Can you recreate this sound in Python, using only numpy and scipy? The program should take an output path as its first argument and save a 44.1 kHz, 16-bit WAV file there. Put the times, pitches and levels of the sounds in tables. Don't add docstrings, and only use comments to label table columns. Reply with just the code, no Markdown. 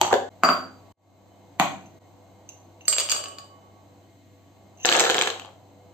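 import sys
import numpy as np
from scipy import signal
from scipy.io import wavfile
from scipy.ndimage import uniform_filter1d

SR = 44100
rng = np.random.default_rng(int(sys.argv[2]) if len(sys.argv) > 2 else 0)


def persist_wave(psi):
    counts = np.round(np.clip(psi, -1, 1) * 32767).astype(np.int16)
    wavfile.write(sys.argv[1], SR, np.atleast_2d(counts).T)


def volts_from_decibels(level):
    exponent = np.asarray(level, float) / 20
    return 10 ** exponent


N = 261513

# [f/Hz, t60/s, echo level/dB, left-right likeness]
ROOM = [(100, 0.79, -14.5, 0.7), (238, 0.62, -7.5, 0.61), (534, 0.43, 2, 0.65), (1010, 0.38, -2.5, 0.75),
        (1800, 0.4, -5, 0.025), (3800, 0.37, -2, 0.06), (7760, 0.41, -3, 0.032), (13800, 0.22, -4.5, 0.05)]


def colour(x, low_hz, high_hz):
    return signal.sosfilt(signal.butter(2, [low_hz, high_hz], "band", fs=SR, output="sos"), x)


def rms_one(x):
    return x / np.sqrt(np.mean(x ** 2) + 1e-20)


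def at_hz(table, hz, order=1):
    columns = np.array(table)
    return np.interp(np.log(hz), np.log(columns[:, 0]), columns[:, order])


def bands(length):
    edges_hz = 25 * 2 ** np.arange(0, 9.4, 1 / 3)
    white = rng.standard_normal((2, 2, length))
    for k, (low_hz, high_hz) in enumerate(zip(edges_hz, edges_hz[1:])):
        mid, side = colour(white[k % 2], low_hz, high_hz)
        hz = np.sqrt(low_hz * high_hz)
        alike = np.clip(at_hz(ROOM, hz, order=3), -1, 1)
        yield hz, np.sqrt(1 + alike) * mid + np.sqrt(1 - alike) * side * [[1], [-1]]


def ring(clicks, hz, t60_s):
    r, w = volts_from_decibels(-60 / (t60_s * SR)), 2 * np.pi * hz / SR
    return signal.lfilter([0, np.sin(w)], [1, -2 * r * np.cos(w), r * r], clicks + 1e-18)


def blows(rows, colour_db):
    bright_share = (0, .25, .75, 1)
    s, dull_db, bright_db, pan_db = np.transpose(rows)
    db = dull_db[:, None] + np.outer(bright_db - dull_db, bright_share) + np.asarray(colour_db)
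    return np.column_stack([s, db, pan_db])


def pellets(rows, colour_db):
    rows = np.asarray(rows, float)
    return np.column_stack([rows[:, 0], rows[:, [1, 1, 2, 3]] + np.asarray(colour_db), rows[:, 4]])


def patter(curve, spread_db, colour_db, width_db):
    s, per_s, level_db = np.transpose(curve)
    t = np.arange(round(s[0] * SR), round(s[-1] * SR)) / SR
    happens = rng.random(len(t)) < np.interp(t, s, per_s) / SR
    bigness = np.minimum(rng.exponential(1, len(t)), 4)
    luck = rng.standard_normal((len(t), 5))
    db = np.interp(t, s, level_db) + spread_db * bigness
    band_db = db[:, None] + np.asarray(colour_db) + 5.6 * luck[:, :4]
    return np.column_stack([t, band_db, width_db * luck[:, 4]])[happens]


def strike(rows, modes, gain_db, crack_db, crack_ms, scatter_db, lag_ms, dull_db=0, firm=False):
    centre_hz = (400, 1200, 3000, 6300)
    crack_edges_hz = np.array([150, 700, 2000, 4500, 16000])
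    rows = np.asarray(rows, float)
    start = round(rows[:, 0].min() * SR)
    span = min(N - start, round((np.ptp(rows[:, 0]) + 1.2) * SR))
    at = np.round(rows[:, 0] * SR).astype(int) - start
    pan = volts_from_decibels(np.outer([.5, -.5], rows[:, 5]))
    luck = rng.standard_normal((len(rows), len(modes), 2))
    sound = np.zeros((2, span))
    for k, (hz, level_db, t60_s) in enumerate(modes):
        place = np.interp(np.log(hz), np.log(centre_hz), np.arange(4))
        share = np.maximum(1 - np.abs(place - np.arange(4)), 0)
        sign = -(-1) ** k if firm else np.sign(luck[:, k, 1])
        strength = volts_from_decibels(rows[:, 1:5] @ share + level_db + scatter_db * luck[:, k, 0])
        clicks = np.zeros((2, span))
        clicks[:, at] = pan * strength * sign
        sound += ring(clicks, hz, t60_s)
    fade = np.exp(-1000 / (crack_ms * SR))
    rise = np.exp(-1000 / (.3 * SR))
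    poles = np.convolve([1, -fade], [1, -rise])
    mid, side = rng.choice([-1., 1.], (2, span))
    grit = mid + 1.2 * side * [[1], [-1]]
    for k, (low_hz, high_hz) in enumerate(zip(crack_edges_hz, crack_edges_hz[1:])):
        clicks = np.zeros((2, span))
        clicks[:, at] = pan * volts_from_decibels(rows[:, k + 1] + crack_db + dull_db * (k < 2))
        envelope = signal.lfilter([1 - rise], poles, clicks + 1e-18)
        sound += colour(envelope * grit, low_hz, high_hz) * np.sqrt(SR / 2 / (high_hz - low_hz))
    out = np.zeros((2, N))
    out[:, start:start + span] = volts_from_decibels(gain_db) * sound
    out[0] = np.interp(np.arange(N) - lag_ms * SR / 1000, np.arange(N), out[0])
    return out


def lull(hz):
    spell = np.exp(-((np.arange(N) / SR - 4.3) / 0.27) ** 2)
    return -9 * np.exp(-np.log2(hz / 720) ** 2) * spell


def hum():
    # [f/Hz, density/dB per Hz]
    rumble = [(30, -33), (70, -22), (110, -16.5), (200, -20.5), (300, -19), (450, -24), (700, -16.5),
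              (930, -23.5), (1050, -33), (2000, -37.5), (4200, -40), (5000, -47.5), (7000, -40),
              (13000, -38.5)]
    # [f/Hz, rms level/dB]
    motors = [(98.2, -57), (100.1, -84)]
    # [f/Hz, width/Hz, level/dB]
    whines = [(194.5, 22, -67.5), (278.3, 31, -71), (285, 18, -66.5), (337.4, 20, -66), (400, 14, -73),
              (496, 8.7, -65.5), (662, 79, -66), (1120, 2.9, -74), (1910, 8.5, -83.5), (2130, 32, -77),
              (3035, 15, -81.5), (4070, 610, -75.5), (6350, 290, -79)]
    rush = 0
    for hz, noise in bands(N):
        slack_db = lull(hz) if 300 < hz < 1600 else 0
        rush = rush + noise * volts_from_decibels(at_hz(rumble, hz) + slack_db)
    out = volts_from_decibels(-54.5) * rms_one(rush)
    for hz, level_db in motors:
        drone = np.sqrt(2) * np.sin(2 * np.pi * hz * np.arange(N) / SR)
        out = out + volts_from_decibels(level_db + np.array([[.8], [-.8]])) * drone
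    for hz, width_hz, level_db in whines:
        r = np.exp(-np.pi * width_hz / SR)
        poles = [1, -2 * r * np.cos(2 * np.pi * hz / SR), r * r]
        once = signal.lfilter([1, 0, -1], poles, rng.standard_normal((2, N)))
        mid, side = signal.lfilter([1, 0, -1], poles, once)
        out = out + volts_from_decibels(level_db) * rms_one(mid + 0.23 * side * [[1], [-1]])
    return out


def knock(x):
    return colour(x, 130, 19000)


def plastic_down():
    # [t/s, thud/dB, clack/dB, tick/dB, left-right/dB]
    touches = [
        (0.0135, -17, -15, -11, 1),
        (0.0640, -36, -35, -34.5, 0.32),
    ]
    # [t/s, contacts per s, level/dB]
    roll = [
        (0.025, 300, -44),
        (0.07, 300, -41.5),
        (0.1, 300, -53.5),
        (0.126, 300, -32.5),
    ]
    # [t/s, thud/dB, clack/dB, tick/dB, left-right/dB]
    landing = [
        (0.1282, -18, -10.5, -11.5, 3.5),
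        (0.1308, -21.5, -23, -14.5, 2),
        (0.1396, -25.5, -11, -22, -3),
        (0.1478, -30, -34.5, -32, -3),
    ]
    landing_db = (0.073, 0.1, 0.1, 0.078)
    # [f/Hz, level/dB, t60/s]
    edge_modes = [(362, -14, 0.1), (640, -5, 0.024), (887, 7, 0.021), (773, -12, .06), (1187, -9, .02),
                  (1820, -14, .006), (2700, -19, .008), (3130, -5, 0.017), (3910, -7, .008),
                  (4500, -8.5, 0.0086), (6200, -10, 0.016), (7500, -12.5, .01)]
    # [f/Hz, level/dB, t60/s]
    base_modes = [(260, -14.5, 0.076), (358, -14, 0.05), (558, 1, 0.031), (625, -9, 0.024),
                  (738, 3.5, 0.024), (1040, -1, 0.014), (1302, -3.5, 0.024), (1700, 0.5, 0.013),
                  (2640, -17.5, 0.0048), (3510, -25, .006), (4570, -32.5, .004), (6760, -14.5, 0.012),
                  (7560, -22.5, 0.008)]
    out = strike(pellets(touches, [0, 0, 0, 0]), edge_modes, 0, crack_db=1.5, crack_ms=0.49,
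                 scatter_db=2.5, lag_ms=0.024, dull_db=-12.5, firm=True)
    out += strike(patter(roll, 2.75, [-10.5, 6.5, -8.5, 4], 3.3), edge_modes, 0, crack_db=-11,
                  crack_ms=1.0, scatter_db=5.0, lag_ms=0.1)
    out += strike(pellets(landing, landing_db), base_modes, 0, crack_db=-11.5, crack_ms=0.85,
                  scatter_db=5.0, lag_ms=-0.13, dull_db=4, firm=True)
    return knock(out)


def steel_down():
    # [t/s, dull/dB, bright/dB, left-right/dB]
    landing = [
        (0.435, -18.5, -21, 0.93),
        (0.4888, -19.5, -27, 0.13),
    ]
    landing_db = (-2.5, 14.5, -19.5, -2.5)
    # [f/Hz, level/dB, t60/s]
    base_modes = [(170, -9.5, .12), (258, -6.5, .14), (340, -6.5, .05), (465, -19, 0.015),
                  (641, 0.5, 0.0098), (750, -8.5, 0.032), (953, -11, 0.0089), (1270, 5, 0.0078),
                  (1520, -6.5, 0.0051), (2430, -3.5, 0.005), (3180, 20, .005), (6800, -17.5, .08),
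                  (7610, -20, 0.072)]
    # [f/Hz, level/dB, t60/s]
    wall_rings = [(4545, -14, .2), (4656, 3, .36), (4680, 2, .22), (4718, 1, .22), (4752, -3, .14)]
    return knock(strike(blows(landing, landing_db), base_modes + wall_rings, 2.8, crack_db=7.5,
                        crack_ms=0.76, scatter_db=1, lag_ms=0.03, dull_db=-14, firm=True))


def glass_down():
    # [t/s, dull/dB, bright/dB, left-right/dB]
    landing = [
        (1.5976, -16, -13, 0.97),
    ]
    landing_db = (0.083, 0.1, 0.1, 0.1)
    # [f/Hz, level/dB, t60/s]
    base_modes = [(140.4, -18, 0.41), (185, -12, 0.092), (300, -12, 0.061), (426, -11, 0.02),
                  (735, -4.5, 0.026), (1050, 1.5, 0.01), (1460, 0.5, 0.013), (1920, 1.5, 0.0087),
                  (2430, -4, 0.012), (3610, -10.5, 0.006), (6400, -8.5, 0.009)]
    return knock(strike(blows(landing, landing_db), base_modes, 5.46, crack_db=-3, crack_ms=1.1,
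                        scatter_db=5, lag_ms=0.066, dull_db=-7.5, firm=True))


def glass_pellets():
    # [t/s, dull/dB, bright/dB, left-right/dB]
    ticks = [
        (1.8083, -80, -66, -4),
        (1.8582, -84, -58.5, 2),
        (2.49, -75, -43, 0),
        (2.5208, -74, -66, -16),
        (2.8089, -53.5, -54, 0),
        (2.8537, -69.5, -48, -6),
    ]
    tick_db = (-12, -8, -1.5, -2)
    # [t/s, contacts per s, level/dB]
    slide = [
        (4.77, 704, -84),
        (4.805, 705, -75.5),
        (4.835, 704, -64.5),
        (4.85, 710, -68),
    ]
    # [f/Hz, level/dB, t60/s]
    wall_modes = [(2750, -14, 0.08), (2785, 3, 0.03), (3940, -16, .02), (6600, -22, .15), (6210, -6, .06),
                  (6260, 1, 0.035), (6840, -22, 0.032)]
    out = strike(blows(ticks, tick_db), wall_modes, 10.6, crack_db=-5.5, crack_ms=1.4,
                 scatter_db=-3.0, lag_ms=0.12)
    return out + strike(patter(slide, 2.3, [-15, -25.5, -0.5, -0.5], 2.0), wall_modes, 13.0,
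                        crack_db=-19, crack_ms=1.2, scatter_db=2.0, lag_ms=0.12)


def steel_pour():
    # [t/s, thud/dB, clack/dB, tick/dB, left-right/dB]
    clear = [(2.8808, -19, -24, -11, -3), (2.884, -32.5, -35, -25.5, -9), (2.9261, -30.5, -20.5, -22, -4),
             (2.9347, -45.5, -22.5, -29.5, -0.5), (2.9646, -29.5, -42, -46, 0), (2.9831, -23, -16, -18, -1),
             (2.9909, -38, -25, -31, 2), (2.9988, -46, -25, -21, 1), (3.0039, -30, -25, -24.5, -3),
             (3.0114, -47, -25, -49, -4), (3.0167, -36.5, -29, -38, 0), (3.0224, -53.5, -44, -34, 5),
             (3.0525, -35.5, -54, -40.5, -5), (3.0886, -36, -33, -37, 9), (3.0967, -56, -27, -24.5, -12),
             (3.1045, -37, -31, -31, 22), (3.1162, -40, -22.5, -16, 1), (3.1223, -25.5, -20, -29, -3),
             (3.1384, -55.5, -37, -42, 1), (3.1468, -29.5, -32, -38, 5), (3.1633, -31.5, -29, -48, -1),
             (3.1724, -46, -43, -45, 8), (3.1925, -39, -44, -53, -1), (3.2015, -54, -53, -39, 2),
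             (3.2393, -36, -33, -32.5, 0), (3.257, -38, -34, -46, 6), (3.284, -45, -45, -40.5, -6),
             (3.3849, -39, -39, -40.5, 3), (3.4021, -57, -59, -68, -2)]
    clear_db = (-2.5, 6, -2.5, 3)
    # [t/s, contacts per s, level/dB]
    small = [
        (2.88, 540, -68),
        (2.928, 350, -60),
        (3.004, 370, -43),
        (3.052, 450, -50),
        (3.114, 380, -39),
        (3.45, 440, -61.5),
    ]
    # [f/Hz, level/dB, t60/s]
    clank = [(630, -6.5, .015), (1230, -5.5, 0.013), (1880, -20.5, .01), (2407, -7, .02),
             (2626, -10, 0.0222), (2900, -3, 0.044), (3325, -5, 0.017), (4250, -12.5, .025),
             (4725, 3.5, .014), (6450, -11, .012), (8290, 1, .035)]
    # [f/Hz, level/dB, t60/s]
    rings = [(4533, -10, .05), (4617, -10, .07), (4638, -9, .09), (4677, -7, .06), (6718, -13, .18),
             (7011, -16, .06), (7404, -12, .17), (7607, -9, .19)]
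    filled_s, empty_shine_db, filled_ring = 2.9, 3, .35
    rows = pellets(clear, clear_db)
    bare = [(hz, db + empty_shine_db * (hz > 7500), t60_s) for hz, db, t60_s in clank + rings]
    loaded = [(hz, db, min(t60_s, .02 + filled_ring * t60_s)) for hz, db, t60_s in clank + rings]
    out = strike(rows[rows[:, 0] < filled_s], bare, -2.0, crack_db=5.5, crack_ms=0.61,
                 scatter_db=2.5, lag_ms=0.09, dull_db=-17.5)
    out += strike(rows[rows[:, 0] >= filled_s], loaded, 1.75, crack_db=2.5, crack_ms=1.08,
                  scatter_db=1.5, lag_ms=0.038, dull_db=-5.5)
    return out + strike(patter(small, 1.7, [4.5, -9.0, -11, -27], 3.2), loaded, 1.45,
                        crack_db=-10.5, crack_ms=0.44, scatter_db=2.0, lag_ms=0.032)


def rim_pings():
    # [t/s, dull/dB, bright/dB, left-right/dB]
    pings = [
        (3.163, -39, -62.5, -7),
        (3.181, -80, -36.5, -10),
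    ]
    ping_db = (-8, 6.5, 7.5, -7.5)
    # [f/Hz, level/dB, t60/s]
    rim_modes = [(1115.5, -2, 1.5), (1123.5, -3, 1.5), (2997, -1.5, .95)]
    return strike(blows(pings, ping_db), rim_modes, 0, crack_db=-25, crack_ms=1.5, scatter_db=0, lag_ms=.3)


def plastic_pour():
    # [t/s, thud/dB, clack/dB, tick/dB, left-right/dB]
    pour = [(4.8488, -12.5, -13.5, -31.5, 1.5), (4.8555, -14, -15.5, -12.5, 6.5),
            (4.8636, -47, -38, -15.5, 0), (4.8708, -33, -27, -33.5, -1), (4.8893, -12, -9, -25, 4),
            (4.8978, -16.5, -24.5, -17, 1.5), (4.9041, -26, -31, -44, -1), (4.9112, -38.5, -38, -36, 3.5),
            (4.9168, -16, -16, -35.5, 3.5), (4.9256, -20, -10.5, -16.5, -8), (4.9337, -22.5, -37, -20, 7),
            (4.9383, -34, -25, -44, 3.5), (4.9452, -20.5, -19, -27.5, 10), (4.9503, -16.5, -15, -24.5, 3),
            (4.9607, -15, -32, -26, -4), (4.9653, -20.5, -31, -19.5, 13), (4.9778, -17, -23, -42, -4),
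            (4.9895, -18.5, -17, -19, 6.5), (4.9956, -19, -32.5, -11, 2), (5.0027, -21, -23, -12, 5),
            (5.0106, -10, -38, -28, 3), (5.0309, -19, -30, -39, 8), (5.0388, -19, -33, -39, 12),
            (5.0524, -26, -23.5, -44, 10), (5.0669, -16.5, -32, -37, 6), (5.0743, -25, -24, -37, -4),
            (5.0805, -23, -39, -38, -10), (5.0852, -37, -36, -36, 10), (5.0932, -18.5, -24, -26, -7),
            (5.099, -11.5, -12.5, -16, 4.5),
            (5.1063, -36, -28, -20, -3), (5.1126, -35, -22, -42, 5), (5.1182, -20, -32, -40, 2),
                (5.1288, -35, -39, -45, -6), (5.1367, -29, -40, -45, 5), (5.144, -26, -20.5, -21, 3),
                (5.1527, -15, -21.5, -41, 0), (5.1595, -18.5, -44, -42, -2), (5.1654, -28, -41, -29, 9),
                (5.1818, -15.5, -14.5, -32, 0), (5.1896, -19, -20.5, -18, -1), (5.2003, -45, -26, -34, 1),
                (5.2124, -24, -9.5, -15.5, 3), (5.2218, -18.5, -17, -15, -2), (5.2282, -20.5, -23, -35, 3),
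                (5.237, -35, -36, -40, 5), (5.2607, -25, -45, -46, 1), (5.273, -18, -20.5, -23, -3),
                (5.276, -28, -17, -28, 3), (5.288, -20.5, -40, -40, 0), (5.3021, -26.5, -20.5, -27.5, 3.5),
                (5.3127, -43, -53, -59, -2), (5.3348, -35, -49, -53, -2), (5.343, -35, -52, -52, 4)]
    pour_db = (-15.5, -5, -0.5, 5.5)
    # [t/s, contacts per s, level/dB]
    small = [
        (4.85, 900, -31.5),
        (4.896, 900, -30),
        (5.018, 900, -27),
        (5.076, 900, -32.5),
        (5.152, 900, -35.5),
        (5.29, 900, -38.5),
        (5.35, 900, -57),
        (5.448, 900, -75),
        (5.53, 900, -88),
    ]
    # [f/Hz, level/dB, t60/s]
    wall_modes = [(265, -7.5, 0.035), (365, 0.5, 0.075), (461, 1, 0.091), (517, -1, 0.099),
                  (590, -13.5, 0.0083), (750, 4.5, 0.021), (900, -1, 0.014), (1260, 1, 0.0079),
                  (1390, -4.5, 0.03), (1706, 4, 0.015), (2080, -4, 0.0096), (2700, -9, 0.0052),
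                  (2930, -14, 0.013), (3170, -0.5, 0.011), (3950, -1, 0.0087), (4140, -8.5, 0.0067),
                  (5330, -16, 0.0031), (6400, -1.5, 0.0045), (7550, -2.5, 0.0041)]
    out = strike(pellets(pour, pour_db), wall_modes, -0.98, crack_db=3.0, crack_ms=1.0,
                 scatter_db=3.0, lag_ms=-0.11, dull_db=-4)
    return out + strike(patter(small, 2.5, [-24, -12.5, -9.0, -7.0], 1.7), wall_modes, 1.8,
                        crack_db=4.0, crack_ms=0.58, scatter_db=3.0, lag_ms=-0.12)


def last_pellets():
    # [t/s, thud/dB, clack/dB, tick/dB, left-right/dB]
    drops = [
        (5.361, -33.5, -44, -44, 2),
        (5.3968, -38.5, -33, -29, 3.5),
        (5.418, -36, -41, -41, 3),
        (5.4476, -37, -39, -43, -0.5),
        (5.4578, -42, -47, -41.5, 7),
        (5.4675, -47, -51, -56, 0),
        (5.4775, -43.5, -56, -56, 0),
        (5.489, -42.5, -64, -60, 1),
    ]
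    # [t/s, contacts per s, level/dB]
    rocking = [
        (5.3, 300, -37),
        (5.39, 300, -58),
        (5.42, 300, -46),
        (5.45, 300, -61),
        (5.5, 300, -75),
    ]
    # [f/Hz, level/dB, t60/s]
    rib_modes = [(556, -4.5, 0.019), (820, 3.5, 0.015), (1110, 3, 0.009), (2780, -3.5, 0.016),
                 (2990, -0.5, 0.017), (3220, -1, 0.02), (3580, -9, 0.014), (4400, -9, .008)]
    out = strike(pellets(drops, [0, 0, 0, 0]), rib_modes, 0.5, crack_db=6, crack_ms=0.7,
                 scatter_db=-2.0, lag_ms=-0.057, dull_db=-9)
    return out + strike(patter(rocking, 3.9, [-19, -9, -3.0, -16], 2.5), rib_modes, -2.3,
                        crack_db=-6, crack_ms=1.1, scatter_db=3.5, lag_ms=-0.071)


def kitchen(x, wet_db):
    t = np.arange(round(.9 * SR)) / SR
    field = 0
    for hz, noise in bands(len(t)):
        field = field + noise * volts_from_decibels(at_hz(ROOM, hz, order=2) - 60 * t / at_hz(ROOM, hz))
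    early = 1 + 0.97 * (rng.random(len(t)) < 400 / SR) * np.exp(-t / 0.09)
    field = field * early * (1 - np.exp(-(t / 0.0011) ** 2))
    return volts_from_decibels(wet_db) * signal.fftconvolve(colour(x, 100, 17000), field, axes=1)[:, :N]


def splices():
    # [cut t/s, gap/s, depth/dB, fade-in time constant/s, next take level/dB]
    cuts = [
        (0.291, 0.005, -28, 0.0096, 1),
        (0.923, 0.043, -38, 0.26, 1),
        (1.989, 0.0066, -13, 0.015, -0.5),
    ]
    t = np.arange(N) / SR
    gain = volts_from_decibels(8 - 18 * t)
    for s, gap_s, depth_db, fade_s, take_db in cuts:
        rising = 1 - (1 - volts_from_decibels(depth_db)) * np.exp(-np.maximum(t - s - gap_s, 0) / fade_s)
        over = np.clip((t - s) / .004 + .5, 0, 1)
        gain = (1 - over) * gain + over * rising * volts_from_decibels(take_db)
    return gain


def scene():
    t = np.arange(N) / SR
    first = plastic_down()
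    first += kitchen(first, wet_db=-33.5)
    first_cut = np.clip((0.296 - t) / 0.0034, 0, 1)
    down = steel_down() + glass_down()
    steel = colour(colour(glass_pellets() + steel_pour(), 320, 13000), 250, 19500)
    plastic = colour(plastic_pour() + last_pellets(), 225, 8700)
    echoes = kitchen(volts_from_decibels(2.0) * down + volts_from_decibels(-2.0) * steel + volts_from_decibels(-4.5) * plastic, wet_db=-31.5)
    dry = first * first_cut + down + steel + rim_pings() + plastic + echoes + hum()
    return dry * splices()


def lead_in(x, level_db, lead_ms):
    t = np.arange(1024) / SR
    swell = np.exp(-1000 * t[::-1] / lead_ms) / np.sqrt(lead_ms * SR / 2000)
    noisy_swell = rng.standard_normal(1024) * swell
    early = signal.oaconvolve(x, noisy_swell[None], axes=1)[:, 1024:1024 + N]
    return volts_from_decibels(level_db) * np.pad(early, ((0, 0), (0, 1)))


def tattered(x, loud_db, share, hole_db):
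    spells = np.arange(N) // 1024
    loud = uniform_filter1d(np.mean(x ** 2, axis=0), size=1024) > volts_from_decibels(loud_db) ** 2
    out = 0
    for low_hz in np.arange(11600, 15600, 500):
        hole = loud & (rng.random(spells[-1] + 1) < share)[spells]
        band = signal.butter(4, [low_hz, low_hz + 500], "band", fs=SR, output="sos")
        gain = uniform_filter1d(np.where(hole, volts_from_decibels(hole_db), 1.), size=256)
        out = out + signal.sosfilt(band, x) * gain
    return out


def sudden(x, jump_db):
    power = np.mean(x ** 2, axis=0)
    before = np.roll(uniform_filter1d(power, size=1024), 700)
    jumps = uniform_filter1d(power, size=128) > volts_from_decibels(jump_db) ** 2 * before
    return uniform_filter1d(1. * jumps, size=128)


def top_cut(x):
    return signal.sosfilt(signal.butter(12, 16640, fs=SR, output="sos"), x)


def record(dry):
    dry = .9 * np.tanh(dry / .95)
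    dry = dry + lead_in(dry, level_db=-24, lead_ms=4.0)
    dry = dry - 0.14 * colour(dry, 4650, 6250)
    body = signal.sosfilt(signal.cheby2(16, 60, 8930, fs=SR, output="sos"), dry)
    treble_power = uniform_filter1d(colour(dry, 4000, 8400) ** 2, size=700)
    sheen = np.sqrt(treble_power + 1e-14) * rng.standard_normal(dry.shape)
    air = tattered(dry + volts_from_decibels(-4.5) * sheen, loud_db=-46, share=.4, hole_db=-22)
    attack = sudden(colour(dry, 4100, 8400), jump_db=16.0)
    gap_band = (volts_from_decibels(-65.0) + volts_from_decibels(-14.5) * attack) * colour(dry, 8400, 12000)
    x = body + volts_from_decibels(-10.0) * air + gap_band
    x = signal.sosfilt(signal.butter(2, 55, "high", fs=SR, output="sos"), x)
    x = signal.sosfilt(signal.cheby2(10, 60, 16700, fs=SR, output="sos"), x)
    return top_cut(np.clip(x, -.88, .88))


dry = scene()
out = record(dry)
persist_wave(out)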